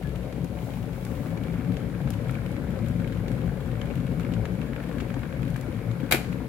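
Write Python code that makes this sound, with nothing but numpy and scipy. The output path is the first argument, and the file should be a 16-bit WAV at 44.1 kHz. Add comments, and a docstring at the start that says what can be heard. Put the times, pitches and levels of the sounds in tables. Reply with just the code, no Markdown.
"""A small kitchen: a steel electric kettle at a rolling boil on the counter; the microphone soon moves in close.
Vapour bubbles, as random kicks through resonances, heave the water and drum on the body.
Chirped sines gurgle and glug, short noises crackle and knock on the wall, shaped noise is the steam.
Near the end the thermostat snaps the switch off: hard contacts, a lever ring, a thud, a brief shell ring.
A tail of dying noise is the kitchen's answer; two microphone ports hear it all."""
import sys
import numpy as np
from scipy import signal
from scipy.fft import rfft, irfft, next_fast_len
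from scipy.io import wavfile
from scipy.ndimage import map_coordinates

SR = 44100
rng = np.random.default_rng(int(sys.argv[2]) if len(sys.argv) > 2 else 0)


def put_to_file(sound):
    """Save the sound as 16-bit audio at rate SR, in the file named by the first command-line argument."""
    columns = np.atleast_2d(sound).T  # one column per channel
    safe = np.clip(columns, -1, 1)
    whole_steps = np.round(safe * 32767)
    wavfile.write(sys.argv[1], SR, whole_steps.astype(np.int16))


N = 285768

# Colours give a relative spectrum: only their shape counts. Event levels are before colour, room and ports.
# kitchen, decay of the tail: (f/Hz, t60/s)
ROOM_DECAY = [(150, 0.055), (1000, 0.61), (2500, 0.44), (6000, 0.6), (15000, 0.18)]
# ports, likeness of left and right, held within -1 to 1: (f/Hz, likeness)
KETTLE_LIKENESS = [(90, 1.5), (260, 0.67), (520, 2), (800, 0.5), (1450, 0.5), (1900, 0), (2400, 0.32),
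                   (4000, -0.06), (15000, 0)]
SWITCH_LIKENESS = [(200, 0.71), (700, 0.77), (1400, 0), (2300, 0.16), (4000, 0), (7000, 0)]
# ports, left minus right: (f/Hz, level/dB)
KETTLE_BALANCE = [(60, 9.5), (180, 7.5), (350, 10), (450, 10), (540, 12.5), (750, 6), (1100, 6.5),
                  (1600, 6), (2200, -2), (3000, 5.5), (3800, 1), (5500, 5.5), (7500, 13.5), (9000, 0.5),
                  (11000, 1), (14000, 7.5)]
SWITCH_SIDE_BALANCE = [(200, 6), (700, 11.5), (1300, 5), (2200, 0.5), (3200, 1), (4200, -1), (7200, 12),
                       (9000, 1), (14000, 4)]

# colour of the thin steam: (f/Hz, level/dB)
STEAM_COLOUR = [(100, 6), (1000, 11), (2500, 8), (4000, 5), (5500, -2), (7200, -5), (8500, -4), (11000, 2),
                (13000, -3), (15500, -7)]
# puffs of steam from the spout: (peak t/s, length/s, level/dB)
STEAM_PUFFS = [(.69, .5, -54.3), (1.017, 0.32, -55.3), (1.22, 0.42, -53.8)]
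# colour of the puffs: (f/Hz, level/dB)
PUFF_COLOUR = [(1500, -14), (4500, 1.5), (7500, -1.5), (11000, 3), (14500, 0), (15800, 7.5)]
# thin ticks of the hot casing: (t/s, level/dB)
CASING_TICKS = [(0.4444, -40.5), (1.0502, -35.5), (2.1044, -32), (2.3101, -39), (2.5162, -45),
                (2.8844, -40), (3.3169, -43), (4.1965, -42.5), (5.503, -42), (5.5638, -39), (5.6111, -39)]
# colour of the ticks: (f/Hz, level/dB)
TICK_COLOUR = [(500, -4), (2500, 4), (5000, 2.5), (8000, 0.5), (11000, 4), (15500, -6)]

# the switch lets go, hits its stop and rattles: (t/s, level/dB, treble re that/dB, lever ring/dB)
SWITCH_CONTACTS = [(6.1113, -19, 2, -32), (6.1139, -14, -3, -28), (6.1222, -10, -2.5, -12),
                   (6.1243, -11.5, -1.5, -12.5), (6.127, -15.5, 0, -27), (6.1468, -22.5, -7, -21),
                   (6.1565, -28, -4, -30)]
# colour of the snap: (f/Hz, level/dB)
SNAP_COLOUR = [(80, -11), (300, -9.5), (500, -4), (700, 0), (980, -6), (1250, -1), (1520, 1.5),
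               (1750, -1.5), (2000, 0.5), (2300, 6.5), (2600, 2.5), (2950, -2), (3300, -6), (4100, -3),
               (4800, -8), (5500, -13), (6400, -15), (7050, -10), (7600, -11.5), (10000, -10), (11400, -4),
               (13300, -9.5), (15300, -9), (15900, -22)]
# colour of the thud: (f/Hz, level/dB)
THUD_COLOUR = [(50, -6), (90, 9.5), (200, -20), (330, 2), (550, -6.5), (900, -18), (2500, -60)]
# short, hard ring of the plastic lever: (f/Hz, level/dB, t60/s)
LEVER_MODES = [(2290, -1.5, .012), (3240, -11, .01), (3850, -6, .009), (7070, -17, .02), (11300, -18, .016)]
# ring of the steel shell: (f/Hz, level/dB, t60/s)
SHELL_MODES = [(442, -35.5, .35), (729, -34, .3), (890, -39, .2), (1290, -38, .18), (1455, -31, 0.19),
               (1735, -36, 0.22), (2120, -33, .17), (2200, -30.5, .19), (2380, -35, .25), (2460, -37, .25),
               (3160, -40, .22), (3256, -38, .17)]

# strength of the boil about its usual; each layer takes a share of it: (t/s, level/dB)
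BOIL_STRENGTH = [(0, -2), (1.0, -1.5), (1.3, 0.5), (1.9, -0.5), (2.95, 2.5), (3.12, -1.5), (3.45, 4.5),
                 (3.85, -0.5), (4.45, 2.5), (4.8, -4.5), (5.1, 0), (5.6, -2), (6.48, -2)]
# colour of the crackle: (f/Hz, level/dB)
CRACKLE_COLOUR = [(300, -26), (700, 3.5), (1150, -3), (1480, -3), (1950, -2.5), (2300, 1.5), (2800, -13),
                  (3800, -27), (5000, -19), (7200, -56), (9000, -25), (15500, -22)]
# the wall's ring in the crackle, heard only up close: (f/Hz, width/Hz, level/dB)
CLOSE_WALL_MODE = [(1500, 430, -2.5)]
# colour of the sparse, brighter spits: (f/Hz, level/dB)
SPIT_COLOUR = [(800, -6.5), (2400, 9.5), (4000, 3.5), (5500, -9.0), (7300, -7.5), (9000, -9), (15000, -7.5)]
# big bubbles bursting on the wall: (t/s, level/dB, f/Hz, sharp edge re that/dB)
WALL_POPS = [(0.3254, -39, 2420, -7), (0.572, -39, 2300, -26), (0.588, -39, 2900, -24),
             (1.066, -37, 1490, -26), (1.259, -37.5, 1450, -31), (1.3743, -33.5, 2330, -15),
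             (1.4293, -46, 1440, -30), (1.483, -39, 2300, -32), (1.54, -39, 1900, -30),
             (1.578, -41, 1350, -30), (1.609, -41, 1700, -28), (1.647, -36, 1490, -18),
             (1.7683, -33, 3120, -12), (1.802, -44, 3200, -8), (1.948, -37, 2480, -26),
             (2.074, -35, 1300, -14), (2.2712, -40, 1470, -26), (2.294, -29, 1310, -26),
             (2.3386, -43, 2330, -28), (2.3527, -31.5, 2320, -30), (2.385, -38, 1500, -28),
             (2.565, -33.5, 2250, -16), (2.7583, -38, 1730, -26), (2.7893, -36, 1190, -14),
             (2.9996, -36.5, 1420, -12), (3.044, -33, 2190, -31), (3.123, -37, 1640, -10),
             (3.2814, -36, 1690, -8), (3.316, -35, 1620, -22), (3.753, -35, 1500, -26),
             (3.8144, -31, 3040, -12), (3.872, -35, 2300, -28), (3.902, -36.5, 2380, -24),
             (3.91, -35.5, 2750, -24), (4.0771, -38, 1710, -26), (4.197, -31.5, 1280, -19),
             (4.217, -40, 2600, -26), (4.233, -39, 2800, -22), (4.2488, -31.5, 2100, -28),
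             (4.265, -35, 1400, -30), (4.337, -36.5, 2830, -3), (4.454, -31.5, 1710, -9.5),
             (4.615, -31.5, 2650, -18), (4.733, -33.5, 1880, -30), (4.762, -29, 1460, -36),
             (4.801, -32.5, 1800, -33), (4.8375, -35.5, 1780, -26), (4.9136, -35, 1700, -26),
             (4.9835, -35, 1510, -17), (5.002, -31, 2700, -18), (5.0062, -38, 1400, -4),
             (5.1026, -31, 1700, -25), (5.1413, -37, 1610, -6.5), (5.194, -36, 2200, -28),
             (5.232, -31.5, 1490, -31), (5.253, -36.5, 1500, -28), (5.3258, -34.5, 1600, -24),
             (5.371, -38, 1770, -30), (5.43, -35.5, 2500, -13), (5.56, -28.5, 1490, -25),
             (5.7884, -40, 1340, -26), (5.913, -37, 1410, -8), (6.0916, -39, 2370, -28),
             (6.327, -32, 2480, -15)]
# colour of a bubble's knock on the wall: (f/Hz, level/dB)
KNOCK_COLOUR = [(300, -33), (700, -7), (1100, 0), (1650, 4), (2000, -0.5), (2350, 2), (2900, -7),
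                (4000, -13), (4800, -20), (7000, -36), (15000, -36)]
# colour of the sharp edges: (f/Hz, level/dB)
EDGE_COLOUR = [(1500, -4.0), (3800, -1), (5200, -10.0), (7300, -10), (8600, -21), (15000, -27)]
# colour of the gurgle and of the splashes: (f/Hz, level/dB)
GURGLE_COLOUR = [(150, -10.5), (300, -4.5), (540, -2.5), (660, -7.5), (850, -8), (1100, -12.5), (1600, -11),
                 (3000, -39.5)]
# large bubbles breaking the surface: (t/s, level/dB, starting f/Hz)
SURFACE_GLUGS = [(0.279, -38, 483), (0.671, -31.5, 560), (0.723, -35, 566), (1.315, -29.5, 495),
                 (1.583, -30, 236), (1.697, -25, 243), (2.004, -29.5, 529), (2.072, -35, 547),
                 (2.756, -33, 556), (2.9, -26, 240), (3.006, -23.5, 234), (3.437, -26.5, 246),
                 (3.815, -37, 564), (4.114, -23.5, 243), (4.318, -24.5, 260), (4.6, -26, 235),
                 (4.8, -31.5, 503), (4.894, -27, 490), (5.022, -25.5, 260), (5.166, -24, 266),
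                 (5.669, -30.5, 550), (5.684, -26, 301), (6.033, -22, 259)]
# large pockets of vapour that rock the water: (peak t/s, level/dB, f/Hz)
VAPOUR_SURGES = [(0.03, -28.5, 143), (0.29, -29.5, 131.5), (0.429, -27.5, 133.3), (0.8, -34, 110),
                 (0.981, -31.5, 133.5), (1.189, -27, 133), (1.31, -24.5, 169.3), (1.51, -26.5, 168.8),
                 (1.7, -22.5, 176), (1.86, -30, 126.4), (2.051, -24, 137), (2.16, -28, 107.4),
                 (2.31, -26, 132), (2.53, -27.5, 123.8), (2.72, -29.0, 130.6), (2.84, -26, 113),
                 (2.989, -24, 175.2), (3.231, -29.0, 110), (3.5, -27, 130.5), (3.721, -28, 121),
                 (3.979, -22.5, 127.8), (4.191, -27.5, 170), (4.4, -23, 109.3), (4.53, -25, 175),
                 (5.021, -28, 135.5), (5.411, -33, 130.4), (5.5, -30.0, 166.4), (5.77, -31.0, 111),
                 (5.91, -26.5, 113.7), (6.019, -31, 132), (6.099, -30.5, 130.6), (6.31, -27.5, 175.8)]
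# colour of the churn in a surge: (f/Hz, level/dB)
CHURN_COLOUR = [(60, -28), (105, 1.5), (180, -1.5), (280, -9.5), (450, -30), (1500, -76)]
# low resonances of the filled kettle on the counter: (f/Hz, width/Hz, level/dB)
BODY_MODES = [(61, 23.5, -5), (88.3, 16.5, -7.5), (112, 15.7, 0), (137.4, 13.2, 0.5), (175.3, 15.7, 1)]
# resonances of the water-loaded wall: (f/Hz, width/Hz, level/dB)
WALL_MODES = [(224.9, 17.7, 0.5), (278.4, 19.5, -1.5), (342, 27.6, -8.5), (456.7, 11.9, -5),
              (506, 50, -11.5), (567.3, 40.5, -10.5)]
# colours laid over the ringing body and the ringing wall: (f/Hz, level/dB)
HEAVE_COLOUR = [(20, -13), (36, -19.5), (50, -1), (180, -5.0), (260, -22.5), (1000, -34.5)]
DRUM_COLOUR = [(80, -14.0), (200, 0.0), (600, -3.5), (1000, 0.5), (3000, -38.5)]

TOP_HZ = 15850  # band limit of the recorder
APPROACH_START_S, APPROACH_S = 0.52, 0.94  # the microphone moves in: start and length
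PING_S, PING_DB, PING_HZ = 0.047, -42, 1690
STOP_S = 6.1225  # the lever hits its stop
THUD_S, THUD_DB = 6.138, -22  # the kettle thuds on its base; level before colour and room
SURGE_S = 0.125  # length of one surge
GLUG_CYCLES = 18.2  # a large bubble falls 60 dB in this many cycles of its starting pitch


def amp(db):
    """Decibels to gain."""
    return 10 ** (np.asarray(db) / 20)


def unit(x):
    """Scale to rms 1."""
    return x / np.sqrt(np.mean(x ** 2) + 1e-20)


def along(points, hz):
    """Read (Hz, value) points on a log frequency axis."""
    f, v = np.transpose(points)
    return np.interp(np.log(hz + 1), np.log(f), v)


def wobble(rate):
    """A smooth random curve with rate knots a second."""
    knots = rng.standard_normal(int(N * rate / SR) + 4)
    return map_coordinates(knots, [np.arange(N) * rate / SR])


def add(track, s, sound):
    """Mix a sound into a track at time s."""
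    part = track[..., round(s * SR):][..., :sound.shape[-1]]
    part += sound[..., :part.shape[-1]]


def filtered(x, response):
    """Multiply the spectrum of x by a complex response of frequency."""
    size = 2 * next_fast_len(N // 2 + SR // 4)
    return irfft(rfft(x, size) * response(np.fft.rfftfreq(size, 1 / SR)), size)[..., :N]


def coloured(x, points):
    """Causal filter with the given spectrum; white noise keeps its power."""
    def response(hz):
        cepstrum = irfft(np.log(unit(amp(along(points, hz)))))
        half = len(cepstrum) // 2
        # fold the cepstrum forward in time: minimum phase
        cepstrum[1:half] *= 2
        cepstrum[half + 1:] = 0
        return np.exp(rfft(cepstrum))
    return filtered(x, response)


def resonances(x, modes):
    """Ring x through a set of damped modes with alternating sign."""
    def response(f):
        total = 0
        for k, (centre, width, db) in enumerate(modes):
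            damping = 1j * f * width
            total = total + (-1) ** k * amp(db) * damping / (centre * centre - f * f + damping)
        return total
    return filtered(x, response)


def burst(t60):
    """A pair of short dying noises: one contact, scattered by nearby surfaces."""
    t = np.arange(SR // 8) / SR
    return rng.standard_normal((2, len(t))) * amp(-60 * t / t60)


def contact(t60):
    """A pair of hard contacts: dying noises flattened to an even spectrum, then damped a little more."""
    noise = burst(t60)
    flat = irfft(np.exp(1j * np.angle(rfft(noise))))
    t = np.arange(flat.shape[1]) / SR
    return flat * np.linalg.norm(noise[0]) * amp(-20 * t / t60)


def impulses(rate, spread_db):
    """Random kicks, on average rate a second, of either sign and log-normal size, clipped at two spreads."""
    struck = rng.random(N) < rate / SR
    sign = rng.choice([-1, 1], N)
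    size = amp(spread_db * np.clip(rng.standard_normal(N), -2, 2))
    return struck * sign * size


def blip(hz, rise, t60):
    """One ring at the two ports: a soft start, then a pitch that climbs at a steady rate set by rise."""
    t = np.arange(SR // 8) / SR
    phase = rng.uniform(0, 2 * np.pi, (2, 1))
    tone = np.sin(2 * np.pi * hz * t * (1 + rise * t / 2) + phase)
    return tone * amp(-60 * t / t60) * (1 - np.exp(-t / 0.00031))


def bubbles(count, centre_hz, cycles, rise, spread_db):
    """Each bubble rings for a few cycles and rises in pitch as it nears the surface."""
    start = rng.integers(0, N, (count, 1))
    pitch, size = np.clip(rng.standard_normal((count, 2)), -2, 2).T[:, :, None]
    hz = centre_hz * np.exp(.5 * pitch)
    n = np.arange(SR // 25)
    age = hz * n / SR / cycles  # 1 when the ring has fallen 60 dB
    tone = np.sin(2 * np.pi * cycles * age * (1 + rise * age / 2))
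    ring = tone * amp(-60 * age) * (1 - np.exp(-25 * age))
    return np.bincount((start + n).ravel(), (amp(spread_db * size) * ring).ravel(), N)[:N]


def nearness():
    """0 while the microphone is far, 1 once it is close; the move starts and ends gently."""
    progress = np.clip((np.arange(N) / SR - APPROACH_START_S) / APPROACH_S, 0, 1)
    return (1 - np.cos(np.pi * progress)) / 2


def level(close_db, far_db, follows, surge_db, surge_rate):
    """A layer's dB: glides from far to close, takes a share of the boil's strength and wavers by chance."""
    t, db = np.transpose(BOIL_STRENGTH)
    strength_db = np.interp(np.arange(N) / SR, t, db)
    distance_db = far_db + (close_db - far_db) * nearness()
    return distance_db + follows * strength_db + surge_db * wobble(surge_rate)


def kitchen(x, wet_db):
    """Direct sound plus the room's tail, in which each frequency dies at its own speed."""
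    hz, t, z = signal.stft(rng.standard_normal((2, SR // 2)), SR, nperseg=256)
    decay = amp(-60 * t / along(ROOM_DECAY, hz)[:, None])
    tail = signal.istft(z * decay, SR, nperseg=256)[1]
    tail = np.pad(tail, ((0, 0), (SR // 250, 0)))  # the tail starts 4 ms late
    return x + amp(wet_db) * signal.fftconvolve(x, tail / np.linalg.norm(tail[0]), axes=1)[:, :N]


def ports(pair, alike, balance):
    """Mix two unrelated signals into left and right with a likeness and a level balance at each frequency."""
    def spread(hz):
        turn = np.arccos(np.clip(along(alike, hz), -1, 1)) / 2
        return np.array([np.cos(turn), np.sin(turn)])

    def tilt(hz):
        return amp(np.outer([1, -1], along(balance, hz)) / 2)
    mid, side = filtered(pair, spread)
    return filtered(np.array([mid + side, mid - side]), tilt)


def steam():
    """A thin, even hiss: coloured noise at a fixed level."""
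    return amp(-53.5) * unit(coloured(rng.standard_normal((2, N)), STEAM_COLOUR))


def air():
    """Each puff of steam is bright noise that swells and fades smoothly, with a quick flutter in level."""
    swell = np.zeros(N)
    for s, length_s, db in STEAM_PUFFS:
        phase = np.clip((np.arange(N) / SR - s) / length_s, -.5, .5)
        swell += amp(db) * np.cos(np.pi * phase) ** 2
    flutter = amp(1.0 * wobble(27.0))
    return swell * flutter * unit(coloured(rng.standard_normal((2, N)), PUFF_COLOUR))


def ping():
    """One faint, clear, steady note rings briefly."""
    pair = np.zeros((2, N))
    add(pair, PING_S, amp(PING_DB) * blip(PING_HZ, rise=0, t60=0.13))
    return kitchen(pair, wet_db=-13)


def ticks():
    """The hot casing gives small, dry, bright ticks: coloured hard contacts."""
    pair = np.zeros((2, N))
    for s, db in CASING_TICKS:
        add(pair, s, amp(db - 1.5) * contact(t60=0.022))
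    return kitchen(coloured(pair, TICK_COLOUR), wet_db=-9.0)


def lever():
    """Every contact makes the lever itself ring for a few milliseconds, straight into both ports."""
    track, t = np.zeros(N), np.arange(SR // 20) / SR
    ring = sum(amp(db - 60 * t / t60) * np.sin(2 * np.pi * hz * t) for hz, db, t60 in LEVER_MODES)
    for s, _, _, ring_db in SWITCH_CONTACTS:
        add(track, s, amp(ring_db) * ring)
    return track


def shell():
    """The lever's stop sets the steel shell ringing; each mode reaches the two ports a little out of step."""
    pair, t = np.zeros((2, N)), np.arange(SR // 3) / SR
    for hz, db, t60 in SHELL_MODES:
        tone = np.sin(2 * np.pi * hz * t + rng.normal(0, .4, (2, 1)))
        add(pair, STOP_S, amp(db - 60 * t / t60) * tone)
    return pair * amp([[1.5], [-1.5]])  # left 3 dB over right


def switch():
    """Each lever contact cracks, scatters off the counter and drives the wall; the kettle thuds on its base."""
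    cracks, treble, thud = np.zeros((3, 2, N))
    for s, db, treble_db, _ in SWITCH_CONTACTS:
        crack = amp(db) * (contact(t60=0.022) + amp(-14.0) * burst(t60=0.19))
        add(cracks, s, crack)
        add(treble, s, amp(treble_db) * crack)

    def low_share(hz):
        return 1 / (1 + (hz / 5500) ** 6)
    # each contact has its own treble level above 5500 Hz
    split = filtered(cracks, low_share) + filtered(treble, lambda hz: 1 - low_share(hz))
    snap = coloured(split, SNAP_COLOUR)
    add(thud, THUD_S, amp(THUD_DB) * burst(t60=0.075))
    thud = coloured(thud, THUD_COLOUR)
    return kitchen(snap + thud + amp(-2) * resonances(cracks, WALL_MODES), wet_db=-15.3)


def crackle(level_db):
    """Small bubbles burst in flurries; each patch of the wall answers in its own way, and some bubbles ping."""
    patches, spits = np.zeros((2, 2, N))
    flurry = amp(1.3 * wobble(16) + 1.0 * wobble(45))
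    for _ in range(14):
        kicks = flurry * impulses(rate=28, spread_db=1.5)
        patches += signal.fftconvolve(kicks[None], burst(t60=0.016), axes=1)[:, :N]
    for _ in range(6):
        kicks = impulses(rate=6, spread_db=4.5)
        spits += signal.fftconvolve(kicks[None], burst(t60=0.025), axes=1)[:, :N]
    pings = np.array([bubbles(count=1800, centre_hz=2100, cycles=14, rise=0.11, spread_db=2.5)
                      for _ in range(2)])
    fizz = coloured(unit(patches) + amp(-7.0) * unit(pings), CRACKLE_COLOUR)
    fizz = fizz + nearness() * resonances(fizz, CLOSE_WALL_MODE)
    spits = coloured(spits, SPIT_COLOUR)
    return amp(level_db) * unit(kitchen(unit(fizz) + amp(-8.5) * unit(spits), wet_db=-5.0))


def pops():
    """Big bubbles knock on the wall, each with a ring of its own rising pitch and a softer or harder edge."""
    knocks, edges, rings = np.zeros((3, 2, N))
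    for s, db, hz, edge_db in WALL_POPS:
        add(rings, s, amp(db - 1.5) * blip(hz, rise=4, t60=.016))
        add(knocks, s, amp(db - 4.5) * contact(t60=0.035))
        add(edges, s, amp(db + edge_db) * burst(t60=0.035))
    edges = coloured(edges, EDGE_COLOUR)
    return kitchen(coloured(knocks, KNOCK_COLOUR) + edges + rings, wet_db=-10.5)


def gurgle(level_db):
    """Open bubbles churn at the surface: many short rings at random times."""
    pair = np.array([bubbles(count=2400, centre_hz=633, cycles=6.9, rise=0.13, spread_db=6.0)
                     for _ in range(2)])
    return amp(level_db) * unit(kitchen(coloured(pair, GURGLE_COLOUR), wet_db=-3.0))


def glugs():
    """Large bubbles break the surface with a wet splash and a low blip; the lower, the longer."""
    rings, splashes = np.zeros((2, 2, N))
    for s, db, hz in SURFACE_GLUGS:
        add(rings, s, amp(db) * blip(hz, rise=3.5, t60=GLUG_CYCLES / hz))
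        add(splashes, s, amp(db - 13.5) * burst(t60=0.014))
    return kitchen(rings + coloured(splashes, GURGLE_COLOUR), wet_db=-7.5)


def surges(churn_db):
    """A large pocket of vapour rocks the water: a low note and a churning noise swell and die together."""
    notes, swells = np.zeros((2, N)), np.zeros(N)
    t = np.arange(round(SURGE_S * SR)) / SR
    swell = np.sin(np.pi * t / SURGE_S) ** 2
    for s, db, hz in VAPOUR_SURGES:
        start = max(s - SURGE_S / 2, 0)
        tone = np.sin(2 * np.pi * hz * t + rng.uniform(0, 2 * np.pi, (2, 1)))
        add(notes, start, amp(db - 2.2) * swell * tone)
        add(swells, start, amp(db) * swell)
    churn = unit(coloured(rng.standard_normal((2, N)), CHURN_COLOUR))
    return notes + amp(churn_db) * swells * churn


def rumble(heave_db, drum_db):
    """Vapour bubbles swell and collapse: many heave the whole body, fewer and more uneven ones drum the wall."""
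    pushes = np.array([impulses(rate=900, spread_db=0.5) for _ in range(2)])
    kicks = np.array([impulses(rate=220, spread_db=3.0) for _ in range(2)])
    heave = coloured(resonances(pushes, BODY_MODES), HEAVE_COLOUR)
    drum = coloured(resonances(kicks, WALL_MODES), DRUM_COLOUR)
    return amp(heave_db) * unit(heave) + amp(drum_db) * unit(drum)


def scene():
    """The boil, its steam and the switch, as they reach the two ports."""
    heave_db = level(close_db=-32.5, far_db=-32.7, follows=0.8, surge_db=0.25, surge_rate=6.2)
    drum_db = level(close_db=-38.0, far_db=-42.0, follows=0.37, surge_db=1.0, surge_rate=7)
    gurgle_db = level(close_db=-45.5, far_db=-43.5, follows=0.26, surge_db=0.6, surge_rate=6)
    crackle_db = level(close_db=-49.0, far_db=-51.6, follows=0.083, surge_db=0.5, surge_rate=5.78)
    background = steam() + air() + ping() + ticks()
    surface = crackle(crackle_db) + pops() + gurgle(gurgle_db) + glugs()
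    depths = surges(churn_db=-11) + rumble(heave_db, drum_db)
    kettle = ports(background + surface + depths, KETTLE_LIKENESS, KETTLE_BALANCE)
    # the switch has its own likeness and balance, mostly louder on the left
    snap = ports(switch(), SWITCH_LIKENESS, SWITCH_SIDE_BALANCE)
    # lever and shell are added directly
    return kettle + snap + lever() + shell()


def record(dry):
    """The recorder keeps nothing above its band limit."""
    return filtered(dry, lambda hz: hz < TOP_HZ)


dry = scene()
out = record(dry)
put_to_file(out)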